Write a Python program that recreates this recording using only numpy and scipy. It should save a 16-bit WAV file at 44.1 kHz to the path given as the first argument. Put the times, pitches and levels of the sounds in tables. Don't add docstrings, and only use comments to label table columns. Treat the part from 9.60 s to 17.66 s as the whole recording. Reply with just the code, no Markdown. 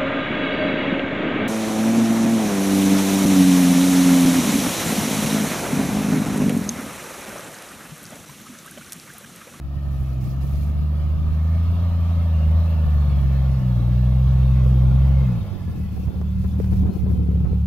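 import sys
import numpy as np
from scipy import signal
from scipy.io import wavfile
from scipy.ndimage import uniform_filter1d

SR = 44100
rng = np.random.default_rng(int(sys.argv[2]) if len(sys.argv) > 2 else 0)


def transcribe(signal):
    frames = np.atleast_2d(signal).T
    limited = np.clip(frames, -1, 1)
    pcm = np.round(limited * 32767).astype(np.int16)
    wavfile.write(sys.argv[1], SR, pcm)


def level_to_linear(level):
    exponent = np.asarray(level, float) / 20
    return 10 ** exponent


N = 355446
T = np.arange(N) / SR
CRUISE_HZ = 64


def evened(x):
    return x / np.sqrt(np.mean(x ** 2) + 1e-20)


def read(points, hz):
    f, value = np.transpose(points)
    return np.interp(np.log(hz + 1), np.log(f + 1), value)


def columns(rows):
    s, *rest = np.transpose(rows)
    return [np.interp(T, s, c) for c in rest]


def dips(rows):
    return sum(db * np.exp(-((T - s) / length) ** 2) for s, length, db in rows)


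def drift(fastest_hz):
    steps = rng.standard_normal(N // 64 + 2)
    low_pass = signal.butter(2, fastest_hz, fs=SR / 64, output="sos")
    smooth = signal.sosfiltfilt(low_pass, steps)
    return np.interp(np.arange(N) / 64, np.arange(len(steps)), evened(smooth))


def band(x, lo_hz, hi_hz, order=3):
    return signal.sosfiltfilt(signal.butter(order, [lo_hz, hi_hz], "band", fs=SR, output="sos"), x)


def tone(turns, db):
    return np.sqrt(2) * level_to_linear(db) * np.cos(2 * np.pi * turns)


def paths(hz, s):
    # left_ms, right_ms, gain, lengthening_ms_per_s
    echoes = [
        (0, 0.082, 1, 0.0025),
        (1.78, 1.958, .33, .05),
        (.74, .62, 0.2, 0.033),
        (3.5, 3.5, .25, .09),
        (5.5, 5.5, 0.15, 0.17),
        (8.5, 9.1, 0.11, -.15),
    ]
    left_ms, right_ms, gain, slide = np.transpose(echoes)
    sway = .6 * np.sin(np.outer(s, .7 + .4 * np.arange(len(gain))))
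    wander_ms = slide * (s[:, None] - 4 + sway)
    ports = np.array([np.exp(-2e-3j * np.pi * hz[:, None, None] * (ms + wander_ms)) @ gain
                      for ms in (left_ms, right_ms)])
    return ports / np.sqrt(np.mean(abs(ports) ** 2, axis=(0, 2), keepdims=True))


def noise(colour_points, lo_hz, hi_hz, patchy_db, flicker_db, alike=1, size=1024):
    # pitch_hz, likeness (0 to 1)
    likeness = [(60, .98), (600, .97), (1400, 0.89), (2000, 0.54), (3000, 0.65), (6500, 0.5), (15000, .4)]
    # pitch_hz, left_over_right_db
    port_lean = [(60, -2.5), (240, 5), (950, -1), (3770, 1), (15000, 3.5)]
    # pitch_hz, phase_radians
    right_lag = [(700, -0.3), (950, .5), (1120, -0.025), (1460, 1.25), (1850, 0.79), (2150, -1.6),
                 (3400, -1.3), (4400, .05)]
    frames, hz = N * 4 // size + 5, np.fft.rfftfreq(size, 1 / SR)
    a, b, c, d, patches = rng.standard_normal((frames, len(hz), 5)).T
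    patches = uniform_filter1d(patches, size=6, axis=0)
    patches = evened(uniform_filter1d(patches, size=10, axis=1))
    flicker = evened(uniform_filter1d(rng.standard_normal(frames), size=4))
    same = np.clip(alike * read(likeness, hz), -1, 1)[:, None]
    left = a + 1j * b
    right = same * left + np.sqrt(1 - same ** 2) * (c + 1j * d)
    lean = level_to_linear(read(port_lean, hz) / 2)[:, None]
    colour = level_to_linear(read(colour_points, hz))
    unevenness = level_to_linear(patchy_db * patches + flicker_db * flicker)
    z = np.array([left * lean, right / lean]) * colour[:, None] * unevenness
    if alike == 1:
        z[1] *= np.exp(-1j * read(right_lag, hz))[:, None]
        z *= paths(hz, np.arange(frames) * size / 4 / SR)
    inside = np.sum(colour[(hz > lo_hz) & (hz < hi_hz)] ** 2) / np.sum(colour ** 2)
    sound = signal.istft(z, nperseg=size, noverlap=size * 3 // 4)[1][:, :N]
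    return evened(sound) / np.sqrt(inside)


def speed():
    # start_s, firings_per_s
    driven = [(0.02, 68.4), (0.2, 70.7), (0.62, 63.3), (0.95, 71.5), (1.2, 74.1), (1.8, 77.9), (2.15, 85.3),
              (2.6, 84.3), (2.85, 77.2), (3.05, 82.5), (3.3, 75), (3.75, 66.5), (3.92, 67), (4.18, 59.3),
              (4.65, 64.9), (5.25, 63.8), (5.42, 67), (5.65, 66)]
    lift_s, lift_hz = driven[-1]
    stall_hz, coast_s = 30, .4
    coast = stall_hz + (lift_hz - stall_hz) * np.exp(-(T - lift_s) / coast_s)
    idle = 36.6 + 1.3 * np.sin(2 * np.pi * (T - 6.55) / 1.7)
    hz = np.where(T < lift_s, columns(driven)[0], np.maximum(coast, idle))
    return uniform_filter1d(hz, size=4000)


def far_db():
    # start_s, distance_m
    distance = [
        (0, 23.4),
        (.25, 10.5),
        (1, 10.6),
        (2.5, 6.35),
        (3.7, 4.12),
        (5.4, 3.98),
        (8.06, 7.1),
    ]
    return 20 * np.log10(columns(distance)[0] / 4)


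def bustle():
    fan_db_per_tenfold = 32.6
    return fan_db_per_tenfold * np.log10(speed() / CRUISE_HZ) - far_db()


def wind():
    # start_s, level_db, left_over_right_db
    breeze = [(0.03, -55, -4), (0.7, -44, -0.5), (1.09, -44.5, -4), (3.09, -53, -4), (3.6, -45, 0.5),
              (4.7, -45, -3.5), (5.47, -37.5, 4), (5.72, -45, 4), (5.9, -39, 4), (6.31, -44, 2.5),
              (6.6, -37, 2.5), (6.73, -52, -5), (6.86, -43.5, 6), (7.3, -34.5, 5.5), (7.71, -40, 13.5),
              (7.93, -33.5, -2), (8.0, -48, -6)]
    # pitch_hz, level_db (per Hz)
    breeze_colour = [(12, -54.5), (20, -22.5), (45, -2), (86, 2.5), (189, -12), (226, -14.5), (520, -30),
                     (612, -50), (700, -33.5), (910, -43), (1540, -120)]
    # centre_s, level_db, length_s, port (0 left, 1 right)
    gust_blows = [(5.567, -30, 0.02, 0), (6.372, -26, 0.021, 0), (6.483, -27.5, 0.024, 0),
                  (6.519, -29, 0.018, 0), (6.543, -33, 0.022, 1), (6.56, -35, 0.034, 0),
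                  (6.617, -38, 0.025, 0), (6.618, -25, 0.011, 1), (6.85, -23.5, 0.027, 0),
                  (7.004, -28, 0.025, 1), (7.007, -34, 0.031, 0), (7.126, -23.5, 0.025, 0),
                  (7.237, -28, 0.012, 0), (7.273, -26, 0.077, 0), (7.348, -31, 0.024, 0),
                  (7.398, -40, 0.013, 0), (7.475, -30, 0.103, 0), (7.507, -32, 0.026, 0),
                  (7.76, -39, 0.13, 0), (7.805, -43, 0.018, 0), (7.854, -24.5, 0.037, 0),
                  (7.944, -35, 0.016, 0)]
    db, pan_db = columns(breeze)
    port_db = db - 3.5 + np.outer([.5, -.5], pan_db)
    lumps = level_to_linear(3.86 * np.array([drift(54), drift(32)]))
    air = lumps * noise(breeze_colour, 230, 420, 2.4, 0.99, alike=0.17, size=2048)
    rumble = band(air, 10, 130, order=2)
    out = level_to_linear(port_db) * (air - rumble) + level_to_linear(-48 + .5 * (port_db + 47.5)) * rumble
    blows = np.zeros((2, N))
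    for s, db, length, port in gust_blows:
        spread = length * np.where(T < s, .3, .55)
        blows[round(port)] += level_to_linear(db - 10.5) * np.exp(-((T - s) / spread) ** 2)
    gust = band(rng.standard_normal((2, N)), 210, 2500)
    gust = signal.sosfilt(signal.butter(2, 500, fs=SR, output="sos"), gust)
    return out + blows * evened(gust)


def flicks():
    # start_s, tick_db, thump_db, pan_db (half of left_over_right_db)
    edge_flicks = [(6.615, -34, -44, 2), (6.843, -32, -33, 17), (7.001, -34, -21.5, -6),
                   (7.044, -27, -57.5, -17), (7.06, -49, -53, -1.5), (7.134, -36, -40, 3),
                   (7.267, -38, -33, 10), (7.303, -42, -32, 10), (7.464, -47, -28, 10.5),
                   (7.593, -42, -40, 10), (7.714, -40, -39, 5), (7.755, -43, -33.5, 6),
                   (7.847, -43, -45, 7), (7.858, -44, -46, 6), (7.87, -44, -47, 5), (7.93, -57, -32, 1.5)]
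    out, t = np.zeros((2, N)), np.arange(1500) / SR
    for s, tick_db, thump_db, pan_db in edge_flicks:
        burst = (1.5 + rng.standard_normal(len(t))) * np.exp(-t / .0005)
        tick = signal.lfilter([1], [1, -.88], burst) / 3.5
        ring = np.sin(2 * np.pi * 430 * t) * (1 - np.exp(-t / 0.00071)) * np.exp(-t / 0.004)
        sound = level_to_linear(tick_db) * tick + level_to_linear(thump_db + 8.5) * ring
        sides = level_to_linear([[pan_db], [-pan_db]]) / np.cosh(pan_db / 5.9)
        out[:, round(s * SR):][:, :len(t)] += sides * sound
    return out


def crunch():
    # start_s, length_s, level_db (over the bed)
    breaks = [(0.305, 0.21, 4.5), (0.6, .11, 7.5), (0.802, 0.24, 8), (1.055, 0.024, 6), (5.024, .08, 1.5),
              (5.73, 0.047, 1), (6.1, 0.15, 2.5), (6.31, 0.13, 4), (6.78, 0.12, 4), (6.98, 0.08, 6),
              (7.1, .08, 8), (7.325, .05, 5), (7.475, 0.046, 4)]
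    rise_s, fall_s = 0.012, 0.06
    swells = []
    for s, length, db in breaks:
        shape = np.minimum((T - s) / rise_s, 1 + (s + length - T) / fall_s)
        swells.append(db * np.clip(shape, 0, 1))
    bed_db = -62.5 + 0.26 * bustle() - 0.24 * far_db()
    return bed_db + np.max(swells, axis=0)


def snow():
    # pitch_hz, level_db (per Hz)
    fizz_colour = [(1470, -32.5), (2500, 2.5), (2960, -10), (4260, -4.5), (6370, -6), (7910, -11.5),
                   (11900, -5.5), (15100, -5.5), (15900, -8.5)]
    snaps = (rng.random(N) < 60 / SR) * np.minimum(rng.exponential(40., N), 90)
    grains = 1 + .3 * uniform_filter1d(snaps, size=60)
    fizz = noise(fizz_colour, 9900, 16900, patchy_db=2.0, flicker_db=0.4, alike=0.16, size=256)
    return level_to_linear(crunch() + 2.0) * grains * fizz


def brake():
    # start_s, length_s, pitch_hz, rise_hz_per_s, level_db
    squeak = (7.3, .1, 4260, 1000, -67)
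    s, length, hz, rise, db = squeak
    shape = np.exp(-((T - s - length / 2) / (length / 2)) ** 4)
    glide_hz = hz + rise * np.clip(T - s, 0, length)
    return shape * tone(np.cumsum(glide_hz * (1 + .025 * drift(200))) / SR, db + 4 * drift(40))


def engine_bay(firings):
    # pitch_hz, level_db (per Hz)
    roar_colour = [(190, -28), (330, -7), (350, -16.5), (364, -10), (527, 2.5), (602, 2), (919, -4.5),
                   (1170, -3), (1300, -4), (1550, -15.5), (1600, -16), (2080, -45.5), (3520, -120)]
    # pitch_hz, level_db (per Hz)
    clatter_colour = [(880, -29.5), (1500, -2), (1560, -7), (1740, 2), (1940, -6), (2170, -3), (2390, -7),
                      (2590, -4), (2810, -5.5), (3700, -7), (3930, -8), (4170, -9), (4530, -10.5),
                      (7500, -28), (9750, -58.5), (16500, -120)]
    roar_db = -43.5 + bustle()
    clatter_db = -55.5 + .7 * bustle()
    clatter_db = np.minimum(clatter_db, roar_db - 7.5)
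    puffs = evened(1 + 0.069 * np.cos(2 * np.pi * firings))
    roar = level_to_linear(roar_db + 0.5) * noise(roar_colour, 500, 1500, patchy_db=1.0, flicker_db=-0.7, size=2048)
    roar = roar + band(roar, 950, 2400) * (level_to_linear(0.6 * far_db() - 2.0) - 1)
    clatter = noise(clatter_colour, 1900, 3900, patchy_db=3.0, flicker_db=0.26, size=2048)
    return roar + level_to_linear(clatter_db + 2.0) * puffs * clatter


def whine(cruise_hz, hz_slope, cruise_db, db_slope, end_s):
    faster = speed() - CRUISE_HZ
    hz = cruise_hz + hz_slope * faster
    db = cruise_db + db_slope * faster - 1.26 * T
    fade = np.clip((end_s - T) / .15, 0, 1)
    return fade * tone(np.cumsum(hz * (1 + 0.0023 * drift(7.9))) / SR, db + 0.46 * drift(12))


def belt_whines():
    # pitch_hz, hz_per_hz, level_db, db_per_hz, end_s
    belts = [
        (253, .97, -52, .15, 3.9),
        (315, 2.07, -50, -.4, 5.4),
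    ]
    return sum(whine(*row) for row in belts)


def beat_levels(hz):
    # start_s, level_db
    effort = [(0, -31.5), (.28, -23), (.65, -24), (.9, -21.5), (1.6, -20), (1.95, -15.5), (2.95, -15.5),
              (3.5, -17), (4.0, -16.5), (4.6, -15), (5.35, -13.5), (5.68, -15), (5.79, -21), (5.87, -29.5),
              (6.5, -32), (7.1, -25.5), (7.7, -24.5), (8.06, -26)]
    # pitch_hz, level_db
    muffler = [(36, -17), (52, -17), (62, -3), (74, 0), (110, -9.5), (130, -9), (168, -22), (250, -36.5)]
    # centre_s, length_s, level_db
    stumbles = [
        (.68, 0.066, -3),
        (2.97, .08, 3),
        (4.033, 0.071, -8),
        (5.74, 0.091, -12),
    ]
    # centre_s, length_s, level_db
    misses = [
        (5.97, 0.032, -5.5),
        (6.14, 0.016, -7),
        (7.35, .06, -3),
        (6.3, .025, -7),
        (7.9, 0.013, 0),
    ]
    effort_db = columns(effort)[0] + dips(misses)
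    sag_db = dips(stumbles)
    sharpness_db = (sag_db, 5.5, 6.5 - 0.6 * sag_db)
    levels_db = []
    for k, db in zip((1, 2, 3), sharpness_db):
        ring_db = 5 * np.exp(-((k * hz - 185.4) / 12) ** 2)
        levels_db.append(effort_db + db + read(muffler, k * hz) + ring_db)
    return levels_db


def exhaust():
    # crank_multiple, level_db (against the strongest beat), extra_idle_db
    crank_lines = [(2, -27, 0), (4, -21.5, 10), (5, -15, 0.5), (7, -27.5, 10.5), (8, -19, 7),
                   (10, -26.5, -4), (11, -17.5, -1), (12, -4.5, 0.5), (13, -29.5, 6.5), (14, -23.5, 10),
                   (15, -7, -0.5), (16, -26.5, 5.5)]
    # pitch_hz, level_db
    tailpipe = [(40, -12), (80, -2), (150, -10), (188, 2.5), (225, -12), (260, -29.5), (330, -40.5),
                (450, -51.5)]
    # pitch_hz, level_db (per Hz)
    rasp_colour = [(20, -37), (45, -9), (70, 6), (120, -2.5), (190, 2), (240, -19.5), (320, -43),
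                   (600, -93.5)]
    hz = speed()
    levels_db = beat_levels(hz)
    firings = np.cumsum(hz * (1 + 0.0045 * drift(8.3))) / SR
    beats = 0
    for k, lag, db in zip((1, 2, 3), (0., .02, .1), levels_db):
        beats += tone(k * firings - lag, db + 0.26 * drift(34))
    strongest_db = np.max(levels_db, axis=0)
    idling = np.clip((50 - hz) / 12, 0, 1)
    lines = 0
    for k, db, idle_db in crank_lines:
        level_db = strongest_db + db + idle_db * idling + read(tailpipe, k * hz / 3)
        lines += tone(k * firings / 3 + rng.random(), level_db + 1.08 * drift(5.7))
    rasp = noise(rasp_colour, 40, 240, 1.0, 0.3, alike=0.94, size=2048)
    rasp = level_to_linear(strongest_db - 23 + 11.0 * idling) * rasp
    return beats + lines + rasp, firings


def scene():
    beats, firings = exhaust()
    car = beats + belt_whines() + brake()
    unsteady = level_to_linear(0.36 * drift(10))
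    return car + unsteady * (engine_bay(firings) + snow()) + wind() + flicks()


def wind_guard(sound):
    # start_s, length_s, depth_db (before the 3.4-fold deepening), port (0 left, 1 right)
    bass_mutes = [(5.85, 0.022, -5, 0), (5.91, 0.091, -5.5, 0), (5.985, 0.0098, -10, 0),
                  (6.028, 0.022, -5.5, 0), (6.12, 0.037, -0.5, 1), (6.351, 0.026, -30, 0),
                  (6.504, 0.041, -3, 1), (6.506, 0.046, -31, 0), (7.011, 0.025, -6, 1),
                  (7.264, 0.024, -7, 0), (7.302, 0.042, -34, 0), (7.31, 0.075, -3, 1),
                  (7.381, 0.046, -13, 0), (7.555, 0.023, -19, 0), (7.86, 0.051, -41, 0)]
    mute_db = np.zeros((2, N))
    for s, length, db, port in bass_mutes:
        mute_db[round(port)] += 3.4 * db * np.exp(-((T - s - length / 2) / (0.48 * length)) ** 4)
    return sound - band(sound, 10, 200, order=4) * (1 - level_to_linear(mute_db))


def band_limit(x):
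    return signal.sosfilt(signal.butter(12, 16010, fs=SR, output="sos"), x)


def record(dry):
    low_pass = signal.firwin(1023, 15790, window=("kaiser", 9), fs=SR)
    limited = signal.oaconvolve(wind_guard(dry), low_pass[None], "same")
    return band_limit(limited)


dry = scene()
out = record(dry)
transcribe(out)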